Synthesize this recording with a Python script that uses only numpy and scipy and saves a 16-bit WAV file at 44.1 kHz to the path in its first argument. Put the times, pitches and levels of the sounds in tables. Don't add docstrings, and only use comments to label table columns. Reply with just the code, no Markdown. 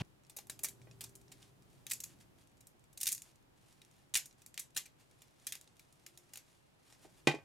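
import sys
import numpy as np
from scipy import signal
from scipy.fft import rfft, irfft
from scipy.io import wavfile

SR = 44100
rng = np.random.default_rng(int(sys.argv[2]) if len(sys.argv) > 2 else 0)


def inscribe(sig):
    pcm = np.round(np.clip(np.atleast_2d(sig).T, -1, 1) * 32767)
    wavfile.write(sys.argv[1], SR, pcm.astype(np.int16))


N = 328359
TIME = np.arange(N) / SR

# frequency in Hz, relative level in dB.
BUMP_COLOUR = [(30, -12), (60, -15), (125, 8.5), (250, -18), (850, -12), (1300, -23), (2700, -15.5),
               (6000, -28.5), (15000, -43)]
# time in seconds, level in dB before the overall trim.
RUMBLE_SWELLS = [(0.06, -70), (0.22, -73), (0.81, -66.5), (1.55, -70), (2.15, -67.5), (2.48, -72.5),
                 (6.84, -76.5), (7.2, -71)]
# frequency in Hz, relative level in dB.
RUMBLE_COLOUR = [(25, -23), (40, -4), (55, -6.5), (90, -4.5), (125, 3.5), (160, -1.5), (210, -7.5),
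                 (330, -7.5), (500, -19.5), (900, -21), (2000, -32)]
# frequency in Hz, relative level in dB.
HISS_COLOUR = [(100, -1.5), (500, 0), (800, -2), (1300, -7), (3000, -11), (5500, -18.5), (9500, -22.5),
               (13000, -25), (16000, -48)]
# frequency in Hz, rms level at the height in dB, centre in seconds, Gaussian spread in seconds.
HUMS = [(116.4, -65, 0.91, 0.17), (395, -72.5, 0.98, 0.41), (352, -76.5, 6.17, 0.11)]
# start in seconds, relative level in dB, ring in Hz.
NAILS = [(0.249, -56.5, 5460), (0.8166, -51.5, 2270), (0.912, -47.5, 5460), (1.2808, -53.5, 5470),
         (1.428, -46.5, 3100), (4.3102, -52, 6040), (5.6754, -50, 3680), (6.9252, -46.5, 5360)]
# start in seconds, relative level in dB, tearing time in ms,
# middle in dB against the treble (how hard the snap drives the wheel).
CRACKS = [(0.2973, -53, 2.2, -5.5), (.365, -42, 5.2, -10), (.386, -46.5, 2.5, 0), (.47, -59.5, 2.1, -8.5),
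          (0.4975, -39.5, 2.9, -2.5), (.5919, -49, 2.1, -4.5), (.6335, -33.5, 6.3, -13),
          (0.6452, -33.5, 3.4, -6.5), (0.686, -43.5, 3, -14), (1.008, -44, 4.3, -3), (1.0392, -45, 3, -7.5),
          (1.0933, -62, 2, -15), (1.1533, -53.5, 3, -15), (1.213, -67, 1.6, -6), (1.3176, -53, 3.6, 0.5),
          (1.8666, -44, 1.85, -1), (1.8968, -46, 5.5, -9), (1.912, -33.5, 3.6, -7), (1.934, -37, 1.9, -14),
          (2.0026, -42, 2.6, -12.5), (2.037, -40, 3.3, -8), (2.6066, -60.5, 2.9, -7), (2.67, -56, 2, -16),
          (2.929, -63, 2.2, -10), (2.975, -45.5, 2, -9), (3.003, -48, 2.4, -10), (3.0113, -36, 3.1, -8),
          (3.0312, -33, 1.8, -9.5), (3.0575, -38.5, 1.6, -4), (3.0688, -31, 3.7, -5.5),
          (3.0869, -33.5, 1.7, -8), (3.116, -35, 6.3, -17), (3.1258, -32.5, 1.8, -16),
          (3.1485, -43, 1.2, -13), (3.1795, -50.5, .6, -6), (3.2198, -49, 0.56, -11),
          (3.8174, -59.5, 1.5, 4), (4.1397, -31.5, 3, -1.5), (4.1534, -28.5, 0.9, 3.5),
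          (4.1605, -30.5, 1.4, -3), (4.169, -32, 4.6, -12.5), (4.2572, -49.5, 2.4, -16),
          (4.4188, -61, 1.7, -4), (4.4623, -52, 1.4, -12.5), (4.5421, -54.5, 1.7, -3),
          (4.577, -41, 0.64, 3), (4.5942, -39, 3.43, -16), (4.7473, -61, 5, -2), (4.763, -36, 5.6, -0.5),
          (4.774, -33.5, 3, -2.5), (4.8558, -56, 4.7, 1), (5.2189, -57, 2.3, 0), (5.4681, -36, 3, -3.5),
          (5.523, -38.5, 2, 0), (5.553, -47.5, 0.7, -4), (5.6122, -56, .5, -6.5), (5.7946, -57.5, 2.3, 0),
          (5.926, -65, 1.7, -7), (6.0639, -49.5, 1.8, -0.5), (6.1744, -53.5, 1.5, -7.5),
          (6.335, -48, 2.8, -4), (6.357, -49, 1.3, -1), (6.373, -47.5, 2.6, -4)]
# bass, middle, treble and top, in Hz.
CRACK_CORNERS_HZ = [700, 2600, 7000, 13000]
# time in seconds, base level of the bass in dB, base level of the top in dB, both against the treble.
CRACK_COLOUR = [(.5, -5, -1.5), (1.3, -10, -6.5), (2, -17.5, -2.5), (3.1, -24.5, -4), (4.4, -14, -6),
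                (5.5, -14, -2.5), (6.4, -12.5, -4.5)]
# centre frequency in Hz, relative level in dB.
WHEEL = [(850, -0.5), (1850, -3.5), (2050, -36.5), (2430, 3.5), (2560, -13), (3080, -22), (3830, 6),
         (5830, 1), (6210, -3.5), (6960, 1), (8310, 1.5), (9650, -1), (10400, 0.5)]
# start in seconds, level in dB, contact cut-off in Hz, weight in the bench from 0 to 1.
KNOCKS = [(0.8708, -59, 1350, 0.57), (7.048, -57.5, 600, 0.51), (7.2718, -19.5, 3980, 1),
          (7.2754, -35, 990, 1), (7.3138, -38.5, 2900, 0.44), (7.341, -38, 360, 0.66),
          (7.348, -49, 4420, 0.44), (7.387, -61.5, 796, 0.28)]
# frequency in Hz, relative level in dB, 60 dB decay in seconds before the grip's damping.
BENCH = [(140, 3.5, 0.11), (153, 2, 0.15), (258, -5.5, 0.052), (309, 3.5, 0.077), (342, -3, 0.097),
         (396, -6.5, 0.12), (511, -6.5, 0.1), (554, -3.5, 0.058), (674, -8.5, 0.094), (787, -10.5, 0.072),
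         (843, -9.5, 0.26), (1110, -16, 0.15), (1547, -10, 0.15), (1863, -14.5, 0.065), (1930, -11, 0.15),
         (2030, -16, 0.2), (2360, -14, 0.027), (2455, 5, 0.083), (2800, -24, 0.066), (3160, -5, 0.08)]
# frequency in Hz, relative level in dB.
KNOCK_COLOUR = [(110, -13), (200, -2), (290, 6.5), (800, -0.5), (1100, -7), (1500, -13.5), (1900, 0),
                (3000, -5.5), (4200, -7), (6000, -5.5), (10000, -3.5), (15000, -5)]
# centre in seconds, half length in seconds (power down to 1/e), relative level in dB.
RUBS = [(1.429, 0.037, -66), (1.76, 0.056, -73.5), (2.094, 0.036, -65), (2.218, 0.0084, -62),
        (2.403, 0.021, -68.5), (3.267, 0.039, -68), (3.685, 0.08, -71.5), (3.964, 0.07, -73),
        (4.391, 0.0097, -69), (5.011, 0.019, -68.5), (5.226, 0.17, -76), (5.433, .053, -68.5),
        (6.151, 0.45, -75.5), (6.508, 0.053, -72.5), (6.915, 0.077, -69.5), (7.036, 0.02, -64.5),
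        (7.173, 0.08, -71)]
# frequency in Hz, relative level in dB.
RUB_COLOUR = [(200, -10), (700, -2.5), (1500, -4), (3000, -3), (6000, -4.5), (10000, -5), (15000, -15)]
# frequency in Hz, 60 dB decay in seconds.
ROOM_T60 = [(150, 0.12), (800, 0.21), (2000, 0.18), (6000, 0.18), (10000, 0.17), (15000, 0.081)]

WHEEL_DB, WHEEL_T60_S = -36, .03
STRUT_T60_S = .012
STRUT_HZ, STRUT_SPREAD_OCTAVES = 7870, 0.2
USUAL_CRACK_DB, BASS_LOSS_PER_DB = -45, .25
USUAL_MIDDLE_DB, BASS_FOLLOWS_MIDDLE = -3.5, .45
TOP_DB_PER_DOUBLING = 1
RECOIL_HZ, RECOIL_T60_S, RECOIL_DB = 149, 0.05, -26
GRIP_LOSS_DB_PER_S = 110
CUTOFF_HZ = 15900


def from_db(db):
    return 10 ** (np.asarray(db) / 20)


def rms_one(x):
    return x / np.sqrt(np.mean(x ** 2) + 1e-20)


def attack_one(x, size=265):
    return x / np.sqrt(np.mean(x[:size] ** 2) + 1e-20)


def at_hz(points, hz):
    points = np.array(points)
    return np.interp(np.log(np.maximum(hz, 1)), np.log(points[:, 0]), points[:, 1])


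def colour(x, points, size=2048):
    gain = from_db(at_hz(points, np.fft.rfftfreq(size, 1 / SR)))
    cepstrum = irfft(np.log(gain))
    cepstrum[1:size // 2] *= 2
    cepstrum[size // 2 + 1:] = 0
    response = irfft(np.exp(rfft(cepstrum)))
    return signal.fftconvolve(x, response)[:len(x)]


def butter(x, order, hz, kind):
    return signal.sosfilt(signal.butter(order, hz, kind, fs=SR, output="sos"), x)


def add(track, s, sound):
    start = max(round(s * SR), 0)
    track[..., start:start + sound.shape[-1]] += sound[..., :N - start]


def ringing(modes, t, spread_db):
    hz, db, t60 = np.array(modes).T[:, :, None]
    strength = from_db(db + spread_db * rng.standard_normal(hz.shape))
    strength = strength * rng.choice([-1, 1], hz.shape)
    return np.sum(strength * from_db(-60 * t / t60) * np.sin(2 * np.pi * hz * t), axis=0)


def scatter(t, decay_s):
    spectrum = rfft(rng.standard_normal(len(t)) * np.exp(-t / decay_s))
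    evened = irfft(spectrum / np.sqrt(np.abs(spectrum) + 1e-9), len(t))
    evened = evened * np.exp(-t / decay_s / 10)
    return evened / np.linalg.norm(evened)


def stereo_noise(points, side_db):
    mid, side = (rms_one(colour(rng.standard_normal(N), points, size=8192)) for _ in range(2))
    return mid + from_db(side_db) * side * [[1], [-1]]


def bump(level_db=-40, end_s=0.0203):
    gate = np.clip((end_s - TIME) / 0.0011, 0, 1)
    thud = gate * stereo_noise(BUMP_COLOUR, side_db=-10)
    return from_db(level_db) * butter(thud, 2, 60, "high")


def background(rumble_db=2.5, hiss_db=-76):
    rumble_level = from_db(np.interp(TIME, *np.transpose(RUMBLE_SWELLS)) + rumble_db)
    rumble = rumble_level * stereo_noise(RUMBLE_COLOUR, side_db=-4.0)
    hums = 0
    for hz, db, s, spread_s in HUMS:
        waver = np.cumsum(rng.standard_normal(N)) * 0.014
        swell = np.exp(-((TIME - s) / spread_s) ** 2 / 2)
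        hums = hums + np.sqrt(2) * from_db(db) * swell * np.sin(2 * np.pi * hz * TIME + waver)
    return rumble + hums + from_db(hiss_db) * stereo_noise(HISS_COLOUR, side_db=3.0)


def crack(tear_ms, ring_hz, bass_db, middle_db, top_db, fractures_per_s=2200, follow=0.32, body_s=0.0015,
          strut_db=-26, dip_db=-4, swell=0.41, size=3072):
    t = np.arange(size) / SR
    progress = 1000 * t / tear_ms
    tearing = follow * np.exp(-(progress / 2) ** 2) * (1 - np.exp(-progress / swell))
    fractures = (rng.random(size) < fractures_per_s / SR) * rng.standard_normal(size) * tearing
    fractures[0] = 1 / (1 + tear_ms / 2)
    strut = from_db(strut_db - 60 * t / STRUT_T60_S) * np.sin(2 * np.pi * ring_hz * t)
    modes = [(hz * rng.normal(1, .03), db + WHEEL_DB, WHEEL_T60_S) for hz, db in WHEEL]
    body = scatter(t, body_s) + strut + ringing(modes, t, spread_db=3.0)
    bass, middle, treble, top = CRACK_CORNERS_HZ
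    tilt = [(100, bass_db - 6.0), (bass, bass_db), (1350, (bass_db + middle_db) / 2 + dip_db),
            (1900, middle_db - 2.5), (middle, middle_db), (3700, middle_db - .3),
            (4900, middle_db / 2 - 0.5), (treble, 0), (8400, -1.8), (10000, top_db / 4 - .4), (top, top_db)]
    ahead = attack_one(colour(signal.fftconvolve(fractures, body)[:size], tilt))
    around = colour(scatter(t, body_s + tear_ms / 4000), tilt)
    return np.array([ahead, around * np.linalg.norm(ahead) / np.linalg.norm(around)])


def crumbs(faintest_db=-76, range_db=9, until_s=6.0, count=70):
    out = np.zeros((2, N))
    for when, size, pitch in rng.random((count, 3)):
        tick = crack(.3, 4000 + 6000 * pitch, -16, -5, -8)
        add(out, when * until_s, from_db(faintest_db + range_db * size ** 2) * tick)
    return out


def nails(level_db=-13, strut_db=-17, bass_db=0, middle_db=0, top_db=-20):
    out = np.zeros((2, N))
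    for s, db, ring_hz in NAILS:
        click = crack(0.85, ring_hz, bass_db, middle_db, top_db, strut_db=strut_db)
        add(out, s, from_db(db + level_db) * click)
    return out


def lattice(level_db=1.58):
    out = np.zeros((2, N))
    times, bass, top = np.transpose(CRACK_COLOUR)
    rings_hz = STRUT_HZ * 2 ** (STRUT_SPREAD_OCTAVES * rng.uniform(-1, 1, len(CRACKS)))
    for (s, db, tear_ms, middle_db), ring_hz in zip(CRACKS, rings_hz):
        bass_db = (np.interp(s, times, bass) - BASS_LOSS_PER_DB * (db - USUAL_CRACK_DB)
                   + BASS_FOLLOWS_MIDDLE * (middle_db - USUAL_MIDDLE_DB))
        top_db = np.interp(s, times, top) + TOP_DB_PER_DOUBLING * np.log2(tear_ms)
        add(out, s, from_db(db + level_db) * crack(tear_ms, ring_hz, bass_db, middle_db, top_db))
    return out


def recoil(size=6144):
    out, t = np.zeros(N), np.arange(size) / SR
    for s, db, *_ in CRACKS:
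        thud_hz = RECOIL_HZ * rng.lognormal(0, 0.24)
        add(out, s, ringing([(thud_hz, db + RECOIL_DB, RECOIL_T60_S)], t, spread_db=1.5))
    return out


def knocks(clack_s=0.0056, modes_db=-39.0, lowest_hz=112, size=12288):
    out, t = np.zeros(N), np.arange(size) / SR
    for s, db, cut_hz, weight in KNOCKS:
        clack = colour(scatter(t, clack_s), KNOCK_COLOUR)
        modes = from_db(modes_db - GRIP_LOSS_DB_PER_S * t) * ringing(BENCH, t, spread_db=0.0)
        blow = butter(clack + modes, 3, lowest_hz / np.clip(weight, .1, 1) ** 2, "high")
        blow = butter(blow, 2, min(cut_hz, SR / 3), "low")
        add(out, s, from_db(db) * attack_one(blow))
    return out


def fingers(grain_db=4.5, level_db=-1, catch_db=3, count=900):
    power = sum(from_db(db + level_db) ** 2 * np.exp(-((TIME - s) / width) ** 2) for s, width, db in RUBS)
    catching = np.interp(TIME, np.linspace(0, TIME[-1], count), rng.standard_normal(count))
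    noise = rng.standard_normal(N)
    graininess_db = grain_db * np.minimum(rng.exponential(1, N), 5) + catch_db * catching
    return np.sqrt(power) * rms_one(colour(noise * from_db(graininess_db), RUB_COLOUR))


def workshop(x, tail_db, side_db, near_db, near_s=0.0055, build_s=0.0036, size=16384):
    t, hz = np.arange(size) / SR, np.fft.rfftfreq(size, 1 / SR)
    white, tail = rfft(rng.standard_normal((2, size))), 0
    edges = np.append(0, np.geomspace(250, SR / 2, 10))
    for low, high in zip(edges, edges[1:]):
        band = irfft(white * (hz >= low) * (hz < high))
        tail = tail + band * from_db(-60 * t / at_hz(ROOM_T60, (low + high) / 2))
    tail = tail * (1 - np.exp(-(t / build_s) ** 2))
    mid, side = from_db(tail_db) * tail / np.linalg.norm(tail, axis=1, keepdims=True)
    side = from_db(side_db) * side + from_db(near_db) * scatter(t, near_s)
    side = butter(side, 1, 250, "high")
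    return signal.fftconvolve(x[None], mid + side * [[1], [-1]], axes=1)[:, :N]


def scene():
    ahead, around = lattice() + nails() + crumbs() + fingers()
    bench = knocks()
    hand_echoes = workshop(around, tail_db=-7.5, side_db=-7.5, near_db=-11.5)
    bench_echoes = workshop(bench, tail_db=-7.5, side_db=-8.5, near_db=-9)
    return ahead + recoil() + bench + hand_echoes + bench_echoes + bump() + background()


def record(dry):
    softened = butter(dry, 3, 13800, "low")
    return signal.sosfilt(signal.ellip(10, .1, 80, CUTOFF_HZ, fs=SR, output="sos"), softened)


dry = scene()
out = record(dry)
inscribe(out)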